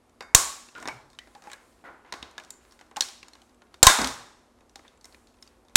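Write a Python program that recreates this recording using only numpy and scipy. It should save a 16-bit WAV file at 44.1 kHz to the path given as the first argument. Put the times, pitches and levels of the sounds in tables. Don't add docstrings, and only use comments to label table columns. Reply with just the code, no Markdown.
import sys
import numpy as np
from scipy import signal
from scipy.fft import rfft, irfft
from scipy.io import wavfile
from scipy.ndimage import uniform_filter1d

SR = 44100
rng = np.random.default_rng(int(sys.argv[2]) if len(sys.argv) > 2 else 0)


def to_wav(sig):
    pcm = np.clip(np.atleast_2d(sig), -1, 1) * 32767
    pcm = np.round(pcm).astype(np.int16)
    wavfile.write(sys.argv[1], SR, pcm.T)


N = 254016
TIME = np.arange(N) / SR
RESPONSE_HZ = np.arange(1025) * SR / 2048


def undb(db):
    return 10 ** (np.asarray(db) / 20)


def unit(x):
    return x / np.sqrt(np.mean(x ** 2))


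def on_log(hz, table):
    table_hz, values = np.transpose(table)
    return np.interp(np.log(np.maximum(hz, 1)), np.log(table_hz), values)


def band(x, lo_hz, hi_hz):
    return signal.sosfilt(signal.butter(2, [lo_hz, hi_hz], "bandpass", fs=SR, output="sos"), x)


def mode(x, hz, width_hz):
    b, a = signal.iirpeak(hz, hz / width_hz, SR)
    return signal.lfilter(b, a, x)


def walk(rate):
    hold = int(SR / rate)
    steps = np.repeat(rng.standard_normal(N // hold + 1), hold)
    return 1.3 * uniform_filter1d(uniform_filter1d(steps, hold), hold)[:N]


def convolve(x, h):
    return signal.fftconvolve(x, h)[:N]


def response(db):
    cepstrum = irfft(db * np.log(10) / 20)
    half = len(cepstrum) // 2
    cepstrum[1:half] *= 2
    cepstrum[half + 1:] = 0
    return irfft(np.exp(rfft(cepstrum)))


# frequency in Hz, width in Hz, lift in dB.
SHELL = [(312, 69, 2.5), (807, 120, 3.5), (1036, 120, 3), (1700, 280, 1), (2270, 82, 0.5), (3776, 120, 5),
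         (4270, 73, 4.5), (5450, 400, 2), (6610, 1300, 2.5), (8540, 400, 3), (10200, 170, 2)]


def shell_db(hz):
    return sum(db / (1 + (2 * (hz - f) / w) ** 2) for f, w, db in SHELL)


# start in seconds, peak level in dB,
# then bass, low, middle, high and top levels in dB against that peak, break-up t60 in seconds,
# room share in dB, struck spot in Hz.
SNAPS = [(0.348, 6.5, -20.5, -13, -9.5, -1, 4.5, 0.016, -6, 7098),
         (3.829, 4, -18.5, -4.5, -8.5, 0.5, 2, 0.02, -3.5, 7314),
         (3.868, 7, -22.5, -4.5, -4, 1.5, 4.5, 0.015, -5, 1050),
         (5.7562, 1.5, -28, -8, -2, -1, 4.5, 0.03, -4, 3560)]
RANGES_HZ = [300, 850, 2000, 4200, 8000]
# frequency in Hz, level in dB against the outer range.
BASS_EDGE = (56, -12)
TOP_EDGE = (16000, -20)
TOUCH_LIFT_DB, TOUCH_Q = 11, 16
ROOM_SPOT_SHARE = .3


def blows(table):
    t = TIME[:4096]
    near, far = np.zeros(N + 8192), np.zeros(N + 8192)
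    for s, peak_db, *range_db, t60, room_db, spot_hz in table:
        density = np.array(range_db) - 10 * np.log10(np.array(RANGES_HZ) / 1000)
        points = [(BASS_EDGE[0], density[0] + BASS_EDGE[1]),
                  *zip(RANGES_HZ, density),
                  (TOP_EDGE[0], density[-1] + TOP_EDGE[1])]
        spot_db = TOUCH_LIFT_DB / (1 + (2 * TOUCH_Q * (RESPONSE_HZ / spot_hz - 1)) ** 2)
        broad_db = peak_db + on_log(RESPONSE_HZ, points) + shell_db(RESPONSE_HZ)
        broad_db += 10 * np.log10(t60 * SR)
        clack = response(broad_db + spot_db)
        spray = rng.standard_normal(len(t)) * undb(1.2 * rng.standard_exponential(len(t)))
        spray *= 1000. ** (-t / t60) * np.minimum(t / 0.00032, 1)
        i = min(int(s * SR), N - 1)
        near[i:i + len(t)] += signal.fftconvolve(spray / np.linalg.norm(spray), clack)[:len(t)]
        far[i:i + len(clack)] += response(broad_db + room_db + ROOM_SPOT_SHARE * spot_db)
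    return near[:N], far[:N]


# start in seconds, tick peak in dB, thud peak in dB, tick spot in Hz,
# thud spot in Hz, tick brightness in dB per range, thud brightness in dB per range, room share in dB.
TAPS = [(0.2069, -33.5, -32, 4766, 1600, 0.5, 1.5, 0), (0.2234, -40, -43.5, 4760, 1550, -0.5, 1, -4.5),
        (0.6868, -43.5, -53, 2700, 1130, -2.5, 2, -7), (0.7512, -40.5, -42.5, 2640, 1430, -6.5, -2.5, -3),
        (0.7806, -43, -39.5, 7300, 1010, 1, -2, -2), (0.8001, -42.5, -50.5, 5560, 633, 3, -13, 10.5),
        (0.826, -37.5, -34.5, 7450, 1010, 1, -0.5, -3), (0.8555, -37, -29.5, 3610, 1790, 0, -3.5, -4),
        (0.8749, -23.5, -29, 5340, 756, -3.5, -2, 0.5), (0.8844, -28.5, -27, 5500, 883, -2, 0.5, -3.5),
        (1.1012, -50.5, -63, 4240, 1070, 4.5, 1, 9), (1.1313, -51.5, -57, 3600, 1080, 4, 1, -2),
        (1.1882, -29.5, -58, 3050, 1940, -2.5, 0, -4), (1.2724, -55, -49.5, 3610, 791, 0, -2, -1),
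        (1.3503, -44, -45, 3610, 807, 0, 0, 1), (1.4217, -44, -47, 2670, 746, 4, -2.5, 6),
        (1.439, -49, -46, 5770, 794, 2, -2.5, 10.5), (1.4714, -46, -40.5, 2710, 832, 1, -2.5, -1),
        (1.4984, -52, -45, 7190, 826, 5, 6, -1), (1.5157, -41, -46.5, 7540, 805, 3.5, 9, -4),
        (1.5319, -37, -43.5, 3900, 1660, 8.5, 6, -5), (1.8394, -74, -45, 2830, 700, 0, -4.5, 12),
        (1.8694, -75, -42, 2540, 1310, 0, -2.5, 11.5), (2.0474, -62, -46.5, 2820, 931, 0, -1.5, 8),
        (2.1241, -22.5, -31.5, 3680, 939, -2.5, -0.5, 0), (2.1384, -33, -34, 3700, 1100, 0.5, 1.5, 1.5),
        (2.2268, -26.5, -38, 3684, 767, -7, -5.5, 0), (2.3111, -47, -60, 6130, 773, 2, 2, -2),
        (2.38, -29, -36, 3640, 1690, -1, 0.5, -1.5), (2.3984, -40.5, -42, 2960, 627, 4, 4, -4),
        (2.4369, -46, -55, 3630, 762, 6, 3, -8), (2.448, -45, -52, 2910, 1430, 6, -6, -2),
        (2.5047, -32, -52, 7270, 856, 6.5, 3, -7.5), (2.7097, -50, -61, 5200, 1040, 0, -1, 10),
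        (2.7218, -46, -55, 5540, 1070, 2.5, 0, -6), (2.7911, -46, -51.5, 3570, 1460, -1, 0.5, 6),
        (2.811, -42.5, -48.5, 2500, 732, 3, 5.5, -4), (2.9123, -49, -46, 2970, 797, 2, -1, 0),
        (2.9614, -32, -39, 2860, 1640, 0.5, -1.5, -1.5), (2.9677, -21.5, -30.5, 2680, 805, 3, 1.5, -1.5),
        (3.0076, -7.5, -37, 5700, 1880, -1, 0, -1.5), (3.0204, -20, -40, 4310, 1650, -0.5, 0.5, -1),
        (3.0854, -33, -47, 4800, 799, 0.5, 0, -2), (3.2296, -33.5, -47, 2730, 794, -4, 0, -1.5),
        (3.2829, -39.5, -51.5, 7050, 872, -0.5, 2.5, -2.5),
        (3.3333, -42.5, -56.5, 4170, 1730, 1.5, 0.5, -1), (3.3528, -45, -52.5, 2940, 1120, 1, 0, -2),
        (3.4176, -46.5, -57.5, 3044, 791, 2.5, 0.5, -1), (3.6192, -48.5, -50, 3030, 1420, -2, 1, -1.5),
        (3.7419, -37.5, -49, 3610, 1550, -0.5, 0.5, -2.5), (3.8984, -13, -18.5, 3704, 1610, 0.5, 0, -3.5),
        (3.9874, -22, -20, 3710, 1250, 6, 0, 8.5), (4.0158, -19.5, -23.5, 4980, 921, 5, -2.5, 2.5),
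        (4.0442, -12.5, -28, 3470, 985, 0, -0.5, 2), (4.0724, -18.5, -35, 5870, 980, 1.5, -3, 3),
        (4.607, -51, -54.5, 2510, 657, 0.5, -2.5, 3), (4.6947, -50.5, -69, 5820, 880, 0.5, -2, 1),
        (4.7571, -33, -45, 3700, 794, 2, -2.5, -1.5), (4.7924, -45, -47, 2870, 1240, -6, -7, -12.5),
        (4.8484, -66, -50.5, 3790, 853, 0, 0, -14), (4.8793, -44.5, -64, 3530, 600, -1.5, 0, 2),
        (5.011, -50, -65, 4400, 875, 5.5, 2, 4.5), (5.0439, -42.5, -52, 5330, 2020, 6, 4, 2),
        (5.0544, -41, -50, 5400, 665, 7.5, -3, -4), (5.1248, -50.5, -61, 4370, 633, 0, -3, 2),
        (5.1452, -40.5, -54, 2430, 624, -2.5, -11, -3), (5.2714, -50, -71, 4330, 600, 0, 2, 8.5),
        (5.4251, -36.5, -61.5, 5380, 1080, 0, -1, -1.5), (5.4755, -45.5, -75, 4730, 716, 0.5, 0, -13),
        (5.6834, -51.5, -60.5, 3550, 713, 2, 0, 1), (5.696, -57, -58, 6150, 743, 0, -2.5, 1)]
TICK_DB = [-22.5, -17.5, -7.5, -1.5, -4]
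THUD_DB = [-10.5, -3.5, -1.5, -17, -34.5]
TICK_T60_S, THUD_T60_S = .018, .05
TICK_FALL_DB_PER_OCTAVE = 4
FAINT_PER_S, FAINT_TOP_DB, FAINT_SPREAD_DB = 5.7, -57, 3


def taps():
    faint = []
    for when, loudness, pitch in rng.random((int(FAINT_PER_S * N / SR), 3)):
        tick_db = FAINT_TOP_DB + FAINT_SPREAD_DB * np.log(loudness)
        faint.append((when * N / SR, tick_db, FAINT_TOP_DB - 8, 2500 * 3.2 ** pitch, 900, 0, 0, -3))
    rows, step = [], np.arange(5)
    for s, tick_db, thud_db, tick_hz, thud_hz, tick_bright_db, thud_bright_db, room_db in TAPS + faint:
        hump_db = -TICK_FALL_DB_PER_OCTAVE * abs(np.log2(np.array(RANGES_HZ) / tick_hz))
        tick_colour = TICK_DB + hump_db + tick_bright_db * (step - 3)
        thud_colour = THUD_DB + thud_bright_db * (step - 1)
        rows.append((s, tick_db, *tick_colour, TICK_T60_S, room_db, tick_hz))
        rows.append((s, thud_db, *thud_colour, THUD_T60_S, room_db, thud_hz))
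    return rows


def ring_modes(strikes, modes, swell_s):
    t, out = TIME[:SR], np.zeros(N + SR)
    for hz, mode_db, t60 in modes:
        tone = mode(rng.standard_normal(N + SR), hz, 8 + hz / 28)
        fade = 1000. ** (-t / t60) * (1 - np.exp(-t / swell_s))
        for s, spot_hz, reach, db in strikes:
            i = int(s * SR)
            nearness = np.exp(-.5 * (np.log2(hz / spot_hz) / reach) ** 2)
            out[i:i + SR] += undb(db + mode_db) * nearness * fade * unit(tone[i:i + SR])
    return out[:N]


# start in seconds, struck spot in Hz, reach in octaves,
# rms level in dB before the fade.
RINGS = [(.352, 1100, .08, -28.5), (.755, 1420, .08, -43), (1.84, 1420, .08, -47), (1.85, 2000, .1, -50),
         (2.503, 7200, .1, -52), (.876, 2260, .08, -40), (1.19, 1950, .08, -50), (1.352, 820, .1, -47.5),
         (1.473, 820, .1, -47), (2.13, 1080, .1, -50), (2.967, 860, .15, -27), (3.832, 1630, .08, -22),
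         (3.871, 1000, .15, -27), (3.872, 1750, .3, -21), (3.875, 3620, .1, -24)]
# frequency in Hz, level in dB, t60 in seconds.
PANEL = [(820, 0, .12), (1110, 0, .52), (1420, 0, .5), (1630, 0, .25), (1980, 0, .25), (2260, 0, .3),
         (3620, 0, .55), (7200, 0, .33)]


def panels():
    return ring_modes(RINGS, PANEL, swell_s=.002)


# start in seconds, struck spot in Hz, reach in octaves,
# rms level in dB before the swell and fade.
BUMPS = [(.36, 60, .3, -39.5), (.881, 121.7, .3, -45.5), (2.179, 60, .3, -46.5), (3.983, 260, .3, -27),
         (3.992, 78, 0.51, -31.5)]
# frequency in Hz, level in dB, t60 in seconds.
DESK = [(60, 1.5, 0.33), (124, -3, 0.62), (252, 15.5, 0.2)]


def desk():
    return ring_modes(BUMPS, DESK, swell_s=0.065)


# start in seconds, level in dB.
STEEL_HITS = [(.207, -51), (1.532, -66), (2.124, -60)]
# frequency in Hz, level in dB against the knock, t60 in seconds.
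SHAFT = [(2191, 0, .5), (3682, -7, .3), (4759, -1, .3), (7133, -8, .2)]


def shaft():
    t, struck = TIME[:SR // 2], np.zeros(N)
    for s, db in STEEL_HITS:
        struck[int(s * SR)] = undb(db)
    out = np.zeros(N)
    for hz, db, t60 in SHAFT:
        ring = undb(db) * np.sin(2 * np.pi * hz * t) * 1000. ** (-t / t60)
        out += convolve(struck, ring) * undb(3 * walk(40))
    return out


def slide(start_s, length_s):
    t = TIME - start_s
    attack_s, t60_s = .03, .45
    return np.clip(t / attack_s, 0, 1) * 1000. ** (-np.maximum(t - length_s, 0) / t60_s)


# start in seconds, length in seconds, level in dB,
# treble in dB against that level.
DRAGS = [(.74, .14, -55, -12), (1.2, .2, -72, 1), (1.43, .11, -61, -10), (1.6, .2, -80, 4.5),
         (1.84, .03, -61.5, -64), (2.05, .05, -64, -52), (2.12, .25, -64.5, -27), (2.41, .07, -60.5, -18.5),
         (2.6, .15, -73, -1.5), (3.33, .12, -70, -5), (3.7, .1, -73.5, -6.5), (4.75, .12, -68, -12),
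         (5.03, .12, -72, 0), (5.4, .1, -73, -3.5), (5.68, .1, -74.5, -12)]
# frequency in Hz, width in Hz, relative level in dB.
HISS = [(4300, 2100, -3), (7200, 1500, 0), (9100, 2800, -1)]
GRIP_DB, GRIP_TREBLE_DB = -79, -8


def rubbing():
    slips = rng.standard_normal(N) * undb(2.5 * rng.standard_exponential(N) + 2.5 * walk(30))
    slips = convolve(slips, response(shell_db(RESPONSE_HZ)))
    hiss = np.zeros(N)
    for hz, width_hz, db in HISS:
        hiss += mode(rng.standard_normal(N), hz, width_hz) * undb(db + 2.5 * walk(11) + 1.5 * walk(20))
    body_level = undb(GRIP_DB)
    hiss_level = undb(GRIP_DB + GRIP_TREBLE_DB)
    for s, length, db, treble_db in DRAGS:
        body_level = body_level + undb(db) * slide(s, length)
        hiss_level = hiss_level + undb(db + treble_db) * slide(s, length)
    return body_level * unit(band(slips, 220, 2500)) + hiss_level * unit(hiss)


# frequency in Hz, t60 in seconds.
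ROOM_T60 = [(100, 0.39), (700, 0.47), (1800, .5), (4800, 0.47), (12000, 0.34)]
# frequency in Hz, relative level in dB.
ROOM_COLOUR = [(100, 0), (400, -0.5), (1100, 6.5), (2500, -1), (3600, -3), (7000, 0.5), (12000, 3.5)]
ROOM_DB, ROOM_GAP_S, ROOM_BUILD_S = -8, 0.0045, 0.0059
LATE_DB, LATE_STRETCH = -14, 1.8


def room(x):
    t = TIME[:SR]
    tail = np.zeros(SR)
    for hz in 60 * 2 ** np.arange(0, 8.1, .5):
        noise = mode(rng.standard_normal(SR), hz, hz / 2.5)
        fade = 1000. ** (-t / on_log(hz, ROOM_T60))
        fade = fade + undb(LATE_DB) * fade ** (1 / LATE_STRETCH)
        tail += undb(on_log(hz, ROOM_COLOUR)) * noise * fade
    tail *= np.clip((t - ROOM_GAP_S) / ROOM_BUILD_S, 0, 1)
    return convolve(x, undb(ROOM_DB) * tail / np.linalg.norm(tail))


# frequency in Hz, relative density in dB per Hz.
HUSH = [(12, -31), (20, -11), (59, 4.5), (148, -11.5), (252, -0.5), (324, -3), (478, -5), (534, -5.5),
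        (932, -10), (1340, -13), (1580, -19), (3170, -25), (11700, -30), (15500, -59)]
HUSH_DB = -62.5
# frequency in Hz, rms level in dB that it wavers around.
HUM = [(240, -73), (365, -77)]


def hush():
    hz = np.arange(N // 2 + 1) * SR / N
    spectrum = rfft(rng.standard_normal(N)) * undb(on_log(hz, HUSH))
    rumble = irfft(spectrum * (hz < 180), N) * undb(-walk(0.7))
    steady = irfft(spectrum * (hz >= 180), N)
    hum = np.zeros(N)
    for f, db in HUM:
        hum += undb(db + walk(17)) * np.sqrt(2) * np.sin(2 * np.pi * f * TIME + walk(11))
    return unit(rumble + steady) * undb(HUSH_DB) + hum


def scene():
    near, far = blows(SNAPS + taps())
    rub = rubbing()
    return (near + panels() + desk() + shaft() + rub + room(far + rub) + hush())[None]


OVERLOAD_TILT, TOP_HZ = 0.15, 15900


def record(dry):
    swing = np.clip(dry, -5, 5)
    thump = signal.sosfilt(signal.butter(1, 150, fs=SR, output="sos"), swing ** 2)
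    held = np.clip(dry + OVERLOAD_TILT * thump, -.95, .95)
    held = signal.sosfilt(signal.butter(1, 15, "highpass", fs=SR, output="sos"), held)
    return signal.sosfilt(signal.ellip(8, .2, 70, TOP_HZ, fs=SR, output="sos"), held)


dry = scene()
out = record(dry)
to_wav(out)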